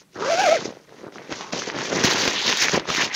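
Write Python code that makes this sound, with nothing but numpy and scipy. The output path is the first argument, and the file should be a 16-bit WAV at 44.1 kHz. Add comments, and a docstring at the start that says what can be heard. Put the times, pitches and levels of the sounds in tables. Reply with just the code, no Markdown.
"""A tent door is unzipped in one quick pull: the slider scrapes as it starts, then ticks over the teeth, and the
taut panel sings at their rate. The nylon flap is then gathered and folded back; loose cloth swishes, crinkles
and billows. Now and then nylon rubs hard, a pull sets it sliding, a fold flaps taut or a crease snaps.
Still air and faint scatter from the trees surround it. The microphone is dull above 6.6 kHz, over a little hiss."""
import sys
import numpy as np
from scipy import signal
from scipy.fft import rfft, irfft
from scipy.io import wavfile
from scipy.ndimage import uniform_filter1d

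SR = 44100
rng = np.random.default_rng(int(sys.argv[2]) if len(sys.argv) > 2 else 0)


def master_out(mix):
    """Clip the mix to full scale and print it as 16-bit PCM to the path in sys.argv[1]."""
    frames = np.transpose(np.atleast_2d(mix))
    ceiling = np.clip(frames, -1, 1)
    pcm = np.round(ceiling * 32767).astype(np.int16)
    wavfile.write(sys.argv[1], SR, pcm)


N = 138915  # samples, 3.15 s


def undb(db):
    """Decibels to gain."""
    return 10 ** (np.asarray(db) / 20)


def unit(x):
    """Scale to rms 1."""
    return x / np.sqrt(np.mean(x ** 2))


def lowpass(x, order, hz):
    """Butterworth filter that dulls the sound above hz."""
    return signal.sosfilt(signal.butter(order, hz, fs=SR, output="sos"), x)


def highpass(x, order, hz):
    """Butterworth filter that thins the sound below hz."""
    return signal.sosfilt(signal.butter(order, hz, "high", fs=SR, output="sos"), x)


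def bandpass(x, order, low_hz, high_hz):
    """Butterworth filter that keeps the band between two frequencies."""
    return signal.sosfilt(signal.butter(order, [low_hz, high_hz], "band", fs=SR, output="sos"), x)


def colour(x, points):
    """Causal, minimum-phase filter through (f/Hz, level/dB) points; the result has rms 1."""
    hz, db = np.array(points).T
    size = 2048
    log_f = np.log(np.fft.rfftfreq(size, 1 / SR) + 1)
    log_gain = np.interp(log_f, np.log(hz), db) * np.log(10) / 20
    # fold the cepstrum onto positive time, so nothing rings ahead of the sound
    cepstrum = irfft(log_gain)
    cepstrum[1:size // 2] *= 2
    cepstrum[size // 2 + 1:] = 0
    impulse = irfft(np.exp(rfft(cepstrum)))
    return unit(signal.fftconvolve(x, impulse)[:N])


def envelope(rows, axis, fade_s=0.015):
    """Gain from one dB column of a curve, dying away outside it."""
    rows, t = np.array(rows), np.arange(N) / SR
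    outside = np.abs(t - np.clip(t, rows[0, 0], rows[-1, 0]))
    return undb(np.interp(t, rows[:, 0], rows[:, axis])) * np.exp(-outside / fade_s)


def walk(rate):
    """Random wander through `rate` straight-line steps a second, rms 1."""
    knots = rng.standard_normal(N)
    return unit(np.interp(np.arange(N) / SR * rate, np.arange(N), knots))


def grains(rate, spread_db, smooth):
    """Tiny clicks of scattered size, `rate` a second, over a share of smooth friction noise."""
    chance, size, sign = rng.random(N), rng.standard_normal(N), rng.choice([-1, 1], N)
    clicks = (chance < rate / SR) * sign * undb(spread_db * np.clip(size, -2, 2))
    return unit(clicks) + smooth * rng.standard_normal(N)


def burst(start, decay_s):
    """Noise that starts at once and dies away."""
    age = np.arange(N) / SR - start
    fade = np.exp(-np.minimum(np.abs(age) / decay_s, 20))
    return (age >= 0) * fade * rng.standard_normal(N)


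# tone colour of the still air: f/Hz, level/dB (relative)
AIR_COLOUR = [(25, -25), (70, -15), (160, 18), (400, -1), (1000, -12), (7000, -15), (15000, 0.5)]
AIR_DB = -55


def still_air():
    """Still air among the trees: steady coloured noise."""
    return undb(AIR_DB) * colour(rng.standard_normal(N), AIR_COLOUR)


WOOD_DELAY_S, WOOD_DECAY_S, WOOD_DB = 0.019, 0.025, -24


def trees(tent):
    """The trees scatter the sound back as a faint, late wash of tiny echoes."""
    echoes = unit(burst(WOOD_DELAY_S, WOOD_DECAY_S)) / np.sqrt(N)  # unit energy
    return undb(WOOD_DB) * signal.fftconvolve(tent, echoes)[:N]


# sizes of crease, as the pitch of each one's tick: f/Hz
CREASE_PITCHES = [700, 1100, 1600, 2200, 3200, 5000]


def creases():
    """Small creases buckle at random, each with a tick at the pitch of its own size."""
    return sum(bandpass(grains(220, 3.5, .4), 2, hz / 1.5, hz * 1.5) for hz in CREASE_PITCHES)


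PATCHY_DB, PATCHY_RATE = 2.3, 75  # rms swing of each band; steps per second


def patchy(x):
    """The folds keep changing shape, so each half-octave swells and fades on its own."""
    octave = np.log2(np.fft.rfftfreq(N, 1 / SR) + 1)
    centres = np.arange(9, 13.5, .5)  # log2 Hz: 512 Hz to 8.2 kHz
    spectrum, out = rfft(x), 0
    for weights in np.eye(len(centres)):
        band = irfft(spectrum * np.interp(octave, centres, weights), N)
        out = out + band * undb(PATCHY_DB * walk(PATCHY_RATE))
    return unit(out)


# cloth effort in three stretches, levels before the trims below:
# t/s, swish level/dB, crinkle level/dB, billow level/dB
GRIP_EFFORT = [(0, -50, -60, -68), (.02, -56, -48.5, -54), (.05, -88, -72, -76), (.125, -63, -76, -72),
               (.155, -50.5, -61, -38.5), (.19, -48.5, -67, -30), (.21, -41.5, -48, -31),
               (.265, -38, -30, -34.5)]  # before and into the pull
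FOLD_EFFORT = [(0.58, -38, -29, -33.5), (0.66, -35.5, -46, -34), (0.715, -51.5, -43, -44),
               (0.82, -64, -57.5, -55.5), (1.006, -54.5, -46, -47.5), (1.074, -61, -45.5, -33.5),
               (1.105, -69, -56, -48.5), (1.15, -48.5, -43, -45.5), (1.205, -54, -44.5, -40),
               (1.278, -54.5, -44, -48), (1.322, -35, -35, -29), (1.344, -41, -34, -41),
               (1.39, -35.5, -47, -40.5), (1.51, -48.5, -40.5, -45)]  # after the pull
GATHER_EFFORT = [(1.51, -64, -60, -56), (1.528, -31.5, -37, -27), (1.605, -30.5, -32, -32.5),
                 (1.65, -36.5, -33.5, -43), (1.674, -34.5, -29, -35), (1.738, -51, -29.5, -34),
                 (1.76, -36, -25.5, -28), (1.856, -30, -28.5, -31.5), (1.912, -35.5, -32.5, -26.5),
                 (1.938, -30, -25.5, -22.5), (2.026, -28.5, -20.5, -28.5), (2.052, -18, -20.5, -22),
                 (2.09, -24, -21, -27.5), (2.282, -23, -20.5, -26), (2.322, -27.5, -24.5, -32.5),
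                 (2.436, -30, -25.5, -41), (2.486, -23, -18.5, -26), (2.578, -26, -27.5, -42),
                 (2.638, -16.5, -19.5, -30), (2.66, -26.5, -25, -30), (2.706, -32, -26, -42.5),
                 (2.742, -24, -17, -21), (2.774, -30.5, -23.5, -23), (2.808, -54, -32, -36),
                 (2.838, -60, -38, -39.5), (2.882, -37.5, -28.5, -37.5), (2.902, -25, -38, -23.5),
                 (2.934, -28.5, -26, -43.5), (3.022, -23.5, -13, -29.5), (3.062, -27, -28, -32.5),
                 (3.108, -55, -28.5, -49), (3.15, -20, -22, -43)]  # the busier handling that follows
# tone colours of the three cloth voices: f/Hz, level/dB (relative)
SWISH_COLOUR = [(500, -31), (1500, -5.5), (3200, -1.5), (5000, -1.5), (6500, 0), (15000, -2.5)]
CRINKLE_COLOUR = [(300, -22.5), (700, -1), (1000, 3), (1300, -2.5), (1900, 4.5), (3000, -4), (6000, -12),
                  (12000, -27)]
BILLOW_COLOUR = [(30, -85), (60, -18), (120, -4), (250, 1), (400, 3.5), (600, -1), (900, -8.5), (1600, -11),
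                 (5000, -82)]
SWISH_DB, CRINKLE_DB, BILLOW_DB = 5.5, -6, 0  # trims


def cloth():
    """Nylon slides over itself, small creases buckle and the loose panel billows."""
    after_pull = list(FOLD_EFFORT) + list(GATHER_EFFORT)

    def effort(axis):
        """The stronger of the handling before and after the pull."""
        return np.maximum(envelope(GRIP_EFFORT, axis=axis), envelope(after_pull, axis=axis))

    swish = patchy(colour(grains(3500, 5, .8) * undb(1.6 * walk(180)), SWISH_COLOUR))
    crinkle = patchy(colour(creases() * undb(1.5 * walk(90)), CRINKLE_COLOUR))
    billow = colour(grains(320, 3, .5), BILLOW_COLOUR)
    out = undb(SWISH_DB) * swish * effort(axis=1)
    out = out + undb(CRINKLE_DB) * crinkle * effort(axis=2)
    return out + undb(BILLOW_DB) * billow * effort(axis=3)


# scrapes and hard rubs: the slider scraping as the zip starts (first two rows), later nylon dragged over nylon:
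# middle t/s, half length t/s (to 1/e), pitch f/Hz, level/dB at the middle
SCRAPES_AND_RUBS = [(0.17, 0.014, 1460, -38), (0.25, 0.048, 1110, -29), (1.44, 0.087, 990, -38.5),
                    (2.377, 0.049, 3360, -29), (2.473, 0.048, 3800, -23), (2.635, 0.043, 2040, -22.5)]
SCRAPE_WIDTH = .24  # band edges, as a share of the pitch either side


def scrapes_and_rubs():
    """Rough contact, slider or taut nylon, sticks and slips in a short, ringing band of friction noise."""
    t, out = np.arange(N) / SR, 0
    for middle, length, hz, db in SCRAPES_AND_RUBS:
        friction = grains(1500, 4.5, 0.3)
        scrape = unit(bandpass(friction, 2, hz / (1 + SCRAPE_WIDTH), hz * (1 + SCRAPE_WIDTH)))
        out = out + undb(db) * scrape * np.exp(-((t - middle) / length) ** 2)
    return out


# sudden pulls on the cloth: t/s, starting level/dB (before the band filter)
SUDDEN_PULLS = [(0.204, -25), (1.412, -31), (1.523, -23.5), (1.994, -18), (2.887, -14.5)]
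TUG_DECAY_S, TUG_LOW_HZ, TUG_HIGH_HZ = 0.04, 150, 2170


def tugs():
    """A sudden pull sets the cloth sliding at once; the rasp then dies away."""
    slide = sum(undb(db) * burst(start, TUG_DECAY_S) for start, db in SUDDEN_PULLS)
    return bandpass(slide, 1, TUG_LOW_HZ, TUG_HIGH_HZ)


# folds flapping taut: t/s at the pulse's middle, peak level/dB of the pulse, pitch f/Hz
TAUT_FOLDS = [(.656, -15, 401), (.668, -24, 450), (.681, -24, 298), (.69, -21.5, 367), (.706, -27, 480),
              (.725, -26, 513), (.771, -29, 460), (.924, -32, 543), (1.041, -25.5, 380), (1.07, -29.5, 480),
              (1.216, -36, 400), (1.295, -22.5, 385), (1.535, -13, 493), (1.677, -18, 404),
              (1.935, -27, 453), (2.047, -7, 233), (2.743, -13.5, 178), (2.777, -5, 430),
              (2.983, -18.5, 268)]
FLUTTER_DECAY_S, FLUTTER_DB = 0.004, -12  # flutter gain relative to the pulse


def flaps():
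    """A fold jerks taut: one dull pressure pulse, then a brief flutter."""
    t, out = np.arange(N) / SR, 0
    for middle, db, hz in TAUT_FOLDS:
        u = np.minimum((np.pi * hz * (t - middle)) ** 2, 20)
        pulse = (2 * u - 1) * np.exp(-u)
        flutter = burst(middle, FLUTTER_DECAY_S)
        for _ in range(2):
            flutter = bandpass(flutter, 1, hz / 2, hz * 2)
        flutter = flutter * np.sqrt(SR / hz) / 2  # makes up for the narrower band of a low flap
        out = out + undb(db) * (pulse + undb(FLUTTER_DB) * flutter)
    return out


# creases snapping: t/s, ring level/dB, pitch f/Hz, spray level/dB (relative to the ring, before its filter and lift)
SNAPPING_CREASES = [(0.611, -25.5, 1095, -18), (.893, -38, 1600, -9), (1.123, -35, 1800, -8),
                    (1.158, -26.5, 1160, -16), (1.183, -23.5, 1830, -19), (1.308, -24, 2300, -12),
                    (1.324, -20.5, 1350, 1.5), (1.409, -26, 1040, 1.5), (1.533, -14.5, 2400, -11),
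                    (1.62, -15.5, 1410, -12), (1.7, -13, 1940, -12), (1.787, -16.5, 1220, -7),
                    (2.066, -16, 3000, -4), (2.111, -11.5, 1920, -6.5), (2.277, -5.5, 2100, -5.5),
                    (2.416, -9.5, 3990, -25), (2.48, -7, 2660, -10), (2.527, -4, 3070, -12),
                    (2.684, -3, 2020, -26), (2.695, -11, 2000, -6), (2.796, -21.5, 890, 2),
                    (2.855, -25.5, 1050, -10), (2.902, -9.5, 1210, -4), (2.949, -15.5, 2070, -11)]
SNAP_CYCLES, SPRAY_DECAY_S, SPRAY_HZ = .75, .0025, 5000  # ring half length in cycles; spray decay and low-pass


def snaps():
    """A crease pops through: a cycle or two of ring and a short spray of crackle."""
    t, rings, spray = np.arange(N) / SR, 0, 0
    for start, db, hz, spray_db in SNAPPING_CREASES:
        cycles = (t - start) * hz
        swell = np.exp(-np.minimum((cycles / SNAP_CYCLES - 1) ** 2, 20))
        rings = rings + undb(db) * np.sin(2 * np.pi * cycles) * swell
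        spray = spray + undb(db + spray_db) * burst(start, SPRAY_DECAY_S)
    return rings + lowpass(2 * spray, 2, SPRAY_HZ)


# the pull: t/s, tooth rate f/Hz, panel tone level/dB, slider level/dB (levels before the trims below)
ZIP_PULL = [(0.208, 388.2, -30, -58), (0.23, 417.5, -25.5, -43), (0.274, 556, -29, -32.5),
            (0.29, 570.5, -20, -32), (0.31, 678, -20.5, -29), (0.346, 636, -19, -28),
            (0.365, 688.5, -27, -29.5), (0.385, 735.4, -17, -28), (0.424, 832, -23.5, -27),
            (0.489, 599, -15.5, -27), (0.498, 596, -16.5, -27), (0.542, 683, -16, -30),
            (0.56, 603, -16.5, -30.5), (0.573, 521, -27, -33), (0.586, 431.6, -57, -41)]
# tone colours of the tooth clicks, the slider's rasp and the shaken tape: f/Hz, level/dB (relative)
TEETH_COLOUR = [(500, -40), (1050, -16), (1550, 9.5), (1900, -7.5), (2350, 2.5), (3200, -17), (6500, -20),
                (12000, -5.5)]
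RASP_COLOUR = [(700, -12.5), (1400, 3), (2500, -2), (3500, -2.5), (6300, -1.5), (8500, 8), (10500, 11.5),
               (15000, -10)]
TAPE_COLOUR = [(50, -37), (130, -14.5), (350, -6.5), (600, -1), (1100, -29.5), (3000, -14)]
TONE_DB, TEETH_DB, RASP_DB, TAPE_DB, BUZZ_DB = -0.5, 0.5, 6, 3.5, 1  # trims; the buzz reaches its own at the end
BUZZ_RATIO, BUZZ_JITTER = 3.38, 0.0208  # rough overtone of the slider: multiple of the tooth rate, rms wobble
BUZZ_DB_PER_S = 48  # the buzz grows as the pull goes on
OCTAVE_DB, OCTAVE_POWER = -7.5, 5.3  # second harmonic against the tone at top speed; steepness with speed
TOOTH_JITTER, TOOTH_SCATTER_DB = .034, 3.8  # rms wobble of the rate; rms spread of the force
RASP_CYCLES = .7  # decay of the rasp, in tooth spacings


def zipper():
    """Each tooth clicks, rasps and tugs the panel, which sings at the tooth rate."""
    rows, t = np.array(ZIP_PULL), np.arange(N) / SR
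    start, end = rows[0, 0], rows[-1, 0]
    hz = np.interp(t, rows[:, 0], rows[:, 1]) * (1 + TOOTH_JITTER * walk(500))
    teeth = np.cumsum(hz) / SR  # teeth passed so far
    index, phase = teeth.astype(int), teeth % 1
    force = undb(TOOTH_SCATTER_DB * rng.standard_normal(N))[index]  # one force per tooth

    speed = hz / hz.max()
    octave = undb(OCTAVE_DB) * speed ** OCTAVE_POWER * np.sin(4 * np.pi * teeth)
    octave = octave * undb(4.5 * walk(130))
    tone = unit((np.sin(2 * np.pi * teeth) + octave) * undb(2.8 * walk(250)))

    clicks = colour(np.diff(index, prepend=0) * force, TEETH_COLOUR)
    rasp = colour(force * np.exp(-phase / RASP_CYCLES) * rng.standard_normal(N), RASP_COLOUR)
    tape = colour(grains(540, 1.7, 1.0), TAPE_COLOUR)
    buzz_hz = BUZZ_RATIO * hz * (1 + BUZZ_JITTER * walk(900))
    buzz = unit(np.sin(2 * np.pi * np.cumsum(buzz_hz) / SR) * force)
    buzz = buzz * undb(BUZZ_DB_PER_S * (np.clip(t, start, end) - end))

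    slider = undb(BUZZ_DB) * buzz + undb(TEETH_DB) * clicks
    slider = slider + undb(RASP_DB) * rasp + undb(TAPE_DB) * tape
    panel = undb(TONE_DB) * tone * envelope(ZIP_PULL, axis=2, fade_s=.004)
    return panel + slider * envelope(ZIP_PULL, axis=3, fade_s=.004)


def scene():
    """The tent, faintly scattered by the trees, over still air."""
    tent = cloth() + scrapes_and_rubs() + tugs() + flaps() + snaps() + zipper()
    return (still_air() + trees(tent) + tent)[None]


# tone colour of the recorder hiss: f/Hz, level/dB (relative)
HISS_COLOUR = [(100, 7.5), (10000, -9), (15000, -15)]
MIC_HZ, MIC_LOW_HZ, TOP_HZ = 6604, 54, 15650  # dull above, thin below, and the steep upper limit
HISS_DB = -63.5  # before the last two filters
OPEN_DB, OPEN_POWER, TOP_DB = -15.5, 0.96, -20  # treble level that fully opens the top, steepness, gain when open


def record(dry):
    """The recorder trims the rumble and shuts off the top, opening it a little for loud treble."""
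    dull = lowpass(dry, 14, MIC_HZ)
    treble = highpass(dull, 2, 3000)
    loudness = np.sqrt(np.abs(uniform_filter1d(treble ** 2, size=500)))  # rms over 11 ms
    opening = np.minimum(loudness / undb(OPEN_DB), 1) ** OPEN_POWER
    top = highpass(dry, 6, 9300)
    hiss = undb(HISS_DB) * colour(rng.standard_normal(N), HISS_COLOUR)
    x = highpass(dull + undb(TOP_DB) * opening * top + hiss, 2, MIC_LOW_HZ)
    return signal.sosfilt(signal.ellip(10, .2, 80, TOP_HZ, fs=SR, output="sos"), x)


dry = scene()
out = record(dry)
master_out(out)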